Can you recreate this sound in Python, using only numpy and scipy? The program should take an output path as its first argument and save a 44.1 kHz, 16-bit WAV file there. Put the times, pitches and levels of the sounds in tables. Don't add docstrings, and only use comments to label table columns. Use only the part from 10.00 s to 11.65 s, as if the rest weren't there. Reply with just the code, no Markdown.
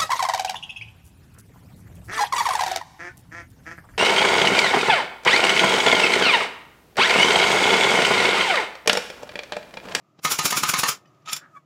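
import sys
import numpy as np
from scipy import signal
from scipy.fft import rfft, irfft, next_fast_len
from scipy.io import wavfile
from scipy.ndimage import uniform_filter1d

SR = 44100
rng = np.random.default_rng(int(sys.argv[2]) if len(sys.argv) > 2 else 0)


def pcm_store(signal):
    levels = np.round(np.clip(np.atleast_2d(signal), -1, 1) * 32767)
    wavfile.write(sys.argv[1], SR, levels.astype(np.int16).T)


N = 72765

# [t/s, level/dB]
HUM_LEVEL = [(0, -60), (.15, -60.5), (1.0, -54.5), (1.2, -55.5), (1.5, -56), (1.65, -61)]
# [f/Hz, level/dB]
HUM_SPECTRUM = [(30, -15), (70, -8), (140, 6), (220, -6), (330, -0.5), (470, -14.5), (600, -5),
                (850, -14.5), (1100, -12.5), (1260, -1.5), (1420, -21), (2500, -22), (4200, -29),
                (7200, -30), (8300, -40.5), (15000, -40)]
# [f/Hz, t60/s]
ROOM_DECAY = [(150, .22), (450, 0.39), (1200, 0.14), (2500, 0.12), (7000, 0.12), (14000, 0.046)]
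# [f/Hz, level/dB]
ROOM_COLOUR = [(100, -17.5), (300, 2.5), (500, -0.5), (750, -0.5), (1200, -0.5), (2000, 0), (4000, 2),
               (7200, -0.5), (8500, -2), (15000, -13)]

# [t/s, f/Hz, level/dB, rise/s, fall/s, drop per overtone/dB]
SQUEAKS = [(1.553, 1263, -42, 0.117, 0.074, -28.5), (1.567, 1145, -39, 0.043, 0.077, -13)]
# [f/Hz, level/dB]
SQUEAK_HISS_SPECTRUM = [(1000, -24), (3000, -6), (7000, 4.5), (8300, -1), (11000, -7.5), (15000, -6.5)]
# [f/Hz, level/dB]
RUB_SPECTRUM = [(300, -19), (1000, -10.5), (1300, 2.5), (1750, 2), (2050, -11), (2600, -22), (7000, -39),
                (15000, -55)]

# [t/s, level/dB]
CLICKS = [(0.3186, -20.5), (0.458, -24), (0.7943, -32.5), (1.3308, -17), (1.3649, -27.5)]
# [f/Hz, level/dB]
METAL_SPECTRUM = [(120, -53.5), (200, -22), (681, -29.5), (1240, -10), (1760, -16), (3460, 0.5), (4160, -8),
                  (5370, 1.5), (6330, -11.5), (7200, 7), (8030, -17), (9470, -4), (15800, -17)]
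# [f/Hz, level/dB, t60/s]
STEEL_MODES = [(2410, -3.5, .09), (3030, -10, .08), (3455, -3, 0.11), (3540, -4, 0.11), (4590, -1, 0.058),
               (5390, 2, 0.1), (5770, -3, .08), (7000, -13, 0.091), (7340, -0.5, .1), (9200, -9, .07),
               (10700, -12, .07)]
# [t/s, f/Hz, level/dB]
CLINKS = [(1.05, 2530, -58.5), (1.055, 1850, -55.5), (1.057, 3000, -58), (1.072, 4830, -65),
          (1.075, 5900, -62), (1.222, 5940, -73)]
# [t/s, level/dB, rise/s]
TAPS = [(0.1907, -50.5, 0.0034), (0.196, -52, 0.07), (1.059, -57, .01), (1.148, -61, .02),
        (1.223, -60, 0.0073)]
# [f/Hz, level/dB]
TAP_SPECTRUM = [(100, 3), (300, 5), (700, -1.5), (1250, -5), (1600, -5.5), (3000, -9.5), (5500, -8.5),
                (7500, -20), (9000, -32), (15000, -40)]
# [t/s, level/dB, t60/s]
BUMPS = [(0.189, -37.5, 0.036), (.622, -27.5, 0.031), (1.328, -39, .04)]
# [t/s, level/dB, rise/s, fall/s]
SCRAPES = [(1.26, -43.5, 0.019, 0.1), (1.288, -32, 0.056, 0.035), (1.298, -31, .03, 0.048),
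           (1.33, -31.5, .07, 0.13), (1.365, -40.5, 0.018, 0.074)]
# [f/Hz, level/dB]
SCRAPE_SPECTRUM = [(120, -77), (200, -45.5), (372, -16), (517, -49), (599, -16), (981, -4.5), (1100, -23.5),
                   (1270, 9.5), (1490, -20), (1830, -4.5), (2230, -8), (2490, -1.5), (2890, -9),
                   (3590, -2.5), (4310, -14.5), (7200, -11.5), (8030, -35), (10400, -25), (15800, -42)]
# [t/s, level/dB, rise/s, fall/s]
SPITS = [(1.326, -32, 0.074, 0.13), (1.369, -36, 0.07, .075)]

# [t/s, level/dB, rise/s, fall/s]
LEAKS = [(0.249, -22, 0.043, 0.099), (.3915, -19, 0.031, 0.012), (.509, -19, 0.028, 0.073),
         (0.635, -22, 0.036, 0.064)]
# [t/s, burst level/dB, swell level/dB, swell rise/s, recoil level/dB, recoil lead/s, thud level/dB]
PUFFS = [(0.314, -30.5, -20, 0.086, -34.5, .001, -38), (0.4534, -18.5, -21, 0.092, -21, 0.0065, -27.5),
         (0.5712, -23, -21.5, 0.075, -25, .01, -30.5), (0.69, -18.5, -22, 0.089, -27, 0.0034, -43.5),
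         (.789, -19.5, -23.5, .10, -23.5, 0.0027, -30.5), (0.885, -18.5, -23, 0.08, -26.5, 0.0036, -53)]
# [f/Hz, level/dB]
AIR_SPECTRUM = [(59, -37.5), (100, -6), (259, -8), (556, -13.5), (1220, 2), (1440, 3), (1780, -7.5),
                (2350, 1.5), (2780, -3), (4250, -4.5), (5480, 0.5), (6220, -3), (7060, 1.5), (7530, -2.5),
                (8190, -10), (9500, -3.5), (11300, -5.5), (12000, -4.5), (13900, -13.5), (14800, -5),
                (15800, -9.5)]
# [f/Hz, level/dB]
THUD_SPECTRUM = [(60, -23.5), (130, -6), (350, 0.5), (600, -7), (1000, -4.5), (3000, -32.5)]

# [t/s, blow level/dB, crack level/dB, ring level/dB, thump level/dB]
SHOTS = [(0.249, -4, -21.5, -20, -32.5), (0.3895, -8.5, -19, -21.5, -33), (.5240, -4.5, -22.5, -21, -36.5),
         (0.6341, -1.5, -21, -23.5, -32), (0.7366, 0, -20.5, -20.5, -35.5), (0.8334, 1, -19, -21, -38.5)]
# [delay/s, level/dB]
CONTACTS = [(0, -7), (.0034, 2.5), (.0043, 2.5), (.0072, -3)]
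# [f/Hz, width/Hz, level/dB]
BOARD = [(950, 110, -7.5), (1160, 92, 4), (1940, 500, 2), (3500, 1400, -13.5), (6600, 1500, -21.5)]
# [f/Hz, level/dB]
CRACK_SPECTRUM = [(88, -42), (150, -7.5), (598, -11.5), (1050, 0.5), (1280, -2.5), (1650, -8.5), (2040, -8),
                  (3390, -8), (5100, -9), (6200, -9), (6700, -3), (8150, -23), (10700, -14.5), (13800, -33),
                  (15800, -23)]
# [f/Hz, level/dB, t60/s]
FRAME_MODES = [(739.5, -17, 0.18), (845.4, -12, .13), (940, -15, 0.084), (1027, -12, 0.18),
               (1244, 2.5, 0.15), (1274, -1.5, 0.087), (1530, -18.5, 0.17), (1735, -17, .15),
               (1790, -13, 0.31), (2150, -14.5, 0.22), (2154, -10, .17), (2600, -15.5, 0.18)]

ROOM_DELAY_S, ROOM_HOLD_S = 0.009, 0.018
BLOW_WET_DB, AIR_WET_DB, SMALL_WET_DB = -7.5, -11.5, -21.5
SQUEAK_HISS_DB, SQUEAK_RASP_DB = -70, -11
SQUEAK_HOLD_S, SQUEAK_SAG_HZ_PER_S = 0.0069, 900
SQUEAK_JITTER = 0.0116
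RUB_S, RUB_DB, RUB_RISE_S, RUB_HOLD_S, RUB_FALL_S = 1.431, -48, 0.39, 0.02, 0.21
CLICK_HOLD_S, CLICK_FALL_S, CLICK_STEEL_DB = 0.00082, 0.03, -12
CLINK_T60_S, TAP_FALL_S = 0.083, 0.03
SCRAPE_GRAIN_PER_S, SCRAPE_ROUGH_DB = 650, 3
SCRAPE_FRAME_DB, SCRAPE_STEEL_DB = -21, -9.5
BURST_RISE_S, BURST_HOLD_S, BURST_FALL_S = 0.008, 0.0091, 0.036
PUFF_HOLD_S, PUFF_FALL_S = 0.0091, 0.14
RECOIL_HZ, RECOIL_T60_S = 135, 0.025
THUD_LAG_S, THUD_FALL_S = 0.0042, 0.036
FRAME_HZ, FRAME_T60_S = 152, 0.16
BLOW_DB, CRACK_HOLD_S, CRACK_FALL_S = 9.5, 0.0072, 0.035
CEILING, LOW_CUT_HZ, TOP_HZ = 0.6, 109, 15700
GATE_DB, GATE_KNEE_DB, GATE_DEPTH_DB, GATE_WINDOW_S = -47, 4.5, 3, 0.012


def amp(db):
    return 10 ** (np.asarray(db) / 20)


def unit(x):
    return x / np.sqrt(np.mean(x ** 2) + 1e-20)


def along(points, hz):
    f, v = np.transpose(points)
    return np.interp(np.log(hz + 1), np.log(f + 1), v)


def since(s):
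    return np.arange(N) / SR - s


def filtered(x, response):
    m = next_fast_len(N + SR // 10, real=True)
    hz = np.fft.rfftfreq(m, 1 / SR)
    return irfft(rfft(x, m) * response(hz), m)[:N]


def noise(spectrum):
    white = rng.standard_normal(N)
    return unit(filtered(white, lambda hz: amp(along(spectrum, hz))))


def swell(s, rise, hold, fall):
    t = since(s)
    rising = np.maximum(-t, 0) / rise
    falling = np.maximum(t - hold, 0) / fall
    return amp(-60 * (rising + falling))


def tone(s, hz, t60):
    out, start = np.zeros(N), round(s * SR)
    t = np.arange(min(int(1.3 * t60 * SR), N - start)) / SR
    out[start:start + len(t)] = np.sin(2 * np.pi * hz * t) * np.exp(-np.log(1000) * t / t60)
    return out


def ring(s, modes):
    out = np.zeros(N)
    for hz, db, t60 in modes:
        gain = amp(db + rng.normal(0, 0.78))
        start = s + rng.random() / hz
        out += gain * tone(start, hz * (1 + rng.normal(0, 0.0028)), t60)
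    return out


def wobble(rate):
    knots = rng.standard_normal(4096)
    return np.interp(since(0) * rate, np.arange(len(knots)), knots)


def grainy(rate, depth_db):
    return unit(amp(depth_db * wobble(rate)))


def room(x, wet_db):
    hz, t, z = signal.stft(rng.standard_normal(SR // 4), SR, nperseg=256)
    decay = np.exp(-np.log(1000) * np.maximum(t - ROOM_HOLD_S, 0) / along(ROOM_DECAY, hz)[:, None])
    colour = amp(along(ROOM_COLOUR, hz))[:, None]
    tail = signal.istft(z * decay * colour, SR, nperseg=256)[1]
    tail = np.pad(tail / np.linalg.norm(tail), (int(ROOM_DELAY_S * SR), 0))
    return x + amp(wet_db) * signal.fftconvolve(x, tail)[:N]


def hum():
    level_db = np.interp(since(0), *np.transpose(HUM_LEVEL))
    return amp(level_db) * noise(HUM_SPECTRUM)


def squeak():
    out = amp(SQUEAK_HISS_DB) * noise(SQUEAK_HISS_SPECTRUM) * swell(SQUEAKS[-1][0], 0.4, 0.01, 0.14)
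    for s, hz, db, rise, fall, overtone_db in SQUEAKS:
        waver = 1 + SQUEAK_JITTER * wobble(340)
        pitch_hz = (hz - SQUEAK_SAG_HZ_PER_S * since(s)) * waver
        phase = 2 * np.pi * np.cumsum(pitch_hz) / SR
        note = sum(amp(overtone_db * k) * np.sin((k + 1) * phase) for k in range(4))
        rasp = amp(SQUEAK_RASP_DB + overtone_db / 4) * noise(RUB_SPECTRUM)
        out += amp(db) * swell(s, rise, SQUEAK_HOLD_S, fall) * (note + rasp)
    return out


def rub():
    return amp(RUB_DB) * noise(RUB_SPECTRUM) * swell(RUB_S, RUB_RISE_S, RUB_HOLD_S, RUB_FALL_S)


def taps_and_bumps():
    tap_level = sum(amp(db) * swell(s, rise, 0.001, TAP_FALL_S) for s, db, rise in TAPS)
    bumps = sum(amp(db) * tone(s, FRAME_HZ, t60) for s, db, t60 in BUMPS)
    return noise(TAP_SPECTRUM) * tap_level + bumps


def clinks():
    return sum(amp(db) * tone(s, hz, CLINK_T60_S) for s, hz, db in CLINKS)


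def scrapes():
    level = sum(amp(db) * swell(s, rise, 0, fall) for s, db, rise, fall in SCRAPES)
    out = noise(SCRAPE_SPECTRUM) * grainy(SCRAPE_GRAIN_PER_S, SCRAPE_ROUGH_DB) * level
    for s, db, rise, fall in SCRAPES:
        out += amp(db + SCRAPE_FRAME_DB) * ring(s, FRAME_MODES)
        out += amp(db + SCRAPE_STEEL_DB) * ring(s, STEEL_MODES)
    return out


def spits():
    return noise(AIR_SPECTRUM) * sum(amp(db) * swell(s, rise, 0, fall) for s, db, rise, fall in SPITS)


def clicks():
    level = sum(amp(db) * swell(s, 0.0057, CLICK_HOLD_S, CLICK_FALL_S) for s, db in CLICKS)
    steel = sum(amp(db + CLICK_STEEL_DB) * ring(s, STEEL_MODES) for s, db in CLICKS)
    return noise(METAL_SPECTRUM) * level + steel


def handling():
    small_sounds = rub() + taps_and_bumps() + clinks() + scrapes() + spits() + clicks()
    return room(small_sounds, SMALL_WET_DB)


def leaks():
    out = np.zeros(N)
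    for s, db, rise, fall in LEAKS:
        out += room(amp(db) * noise(AIR_SPECTRUM) * swell(s, rise, 0, fall), AIR_WET_DB)
    return out


def exhaust():
    out = np.zeros(N)
    for s, burst_db, swell_db, rise, recoil_db, lead, thud_db in PUFFS:
        burst = amp(burst_db) * swell(s, BURST_RISE_S, BURST_HOLD_S, BURST_FALL_S)
        slow_swell = amp(swell_db) * swell(s, rise, PUFF_HOLD_S, PUFF_FALL_S)
        flow = np.hypot(burst, slow_swell)
        recoil = amp(recoil_db) * tone(s - lead, RECOIL_HZ, RECOIL_T60_S)
        thud = amp(thud_db) * noise(THUD_SPECTRUM) * swell(s + THUD_LAG_S, 0.047, 0.002, THUD_FALL_S)
        out += room(flow * noise(AIR_SPECTRUM) + recoil + thud, AIR_WET_DB)
    return out


def board(f):
    return -sum(amp(db) * 1j * f * width / (centre * centre - f * f + 1j * f * width)
                for centre, width, db in BOARD)


def shots():
    out = np.zeros(N)
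    for s, blow_db, crack_db, ring_db, thump_db in SHOTS:
        contacts = np.zeros(N)
        for delay, db in CONTACTS:
            hit_s = s + delay * rng.normal(1, 0.04)
            contacts[round(hit_s * SR)] += amp(BLOW_DB + blow_db + db)
        crack_shape = swell(s + 0.00033, 0.0078, CRACK_HOLD_S, CRACK_FALL_S)
        crack = amp(crack_db) * noise(CRACK_SPECTRUM) * crack_shape
        out += room(filtered(contacts, board) + crack, BLOW_WET_DB)
        out += amp(ring_db) * ring(s, FRAME_MODES)
        out += amp(thump_db) * tone(s - 0.003, FRAME_HZ, FRAME_T60_S)
    return out


def scene():
    return (hum() + squeak() + handling() + leaks() + exhaust() + shots())[None]


def record(dry):
    x = dry[0] / (1 + np.abs(dry[0] / CEILING) ** 4) ** (1 / 4)
    low_cut = signal.butter(N=3, Wn=LOW_CUT_HZ, btype="high", fs=SR, output="sos")
    x = signal.sosfilt(low_cut, x)
    power = np.abs(uniform_filter1d(x * x, int(GATE_WINDOW_S * SR)))
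    level_db = 10 * np.log10(power + 1e-12)
    quietness = (1 - np.tanh((level_db - GATE_DB) / GATE_KNEE_DB)) / 2
    x = x * amp(-GATE_DEPTH_DB * quietness)
    return filtered(x, lambda hz: np.clip((TOP_HZ - hz) / 400 + 0.5, 0, 1) ** 2)[None]


dry = scene()
out = record(dry)
pcm_store(out)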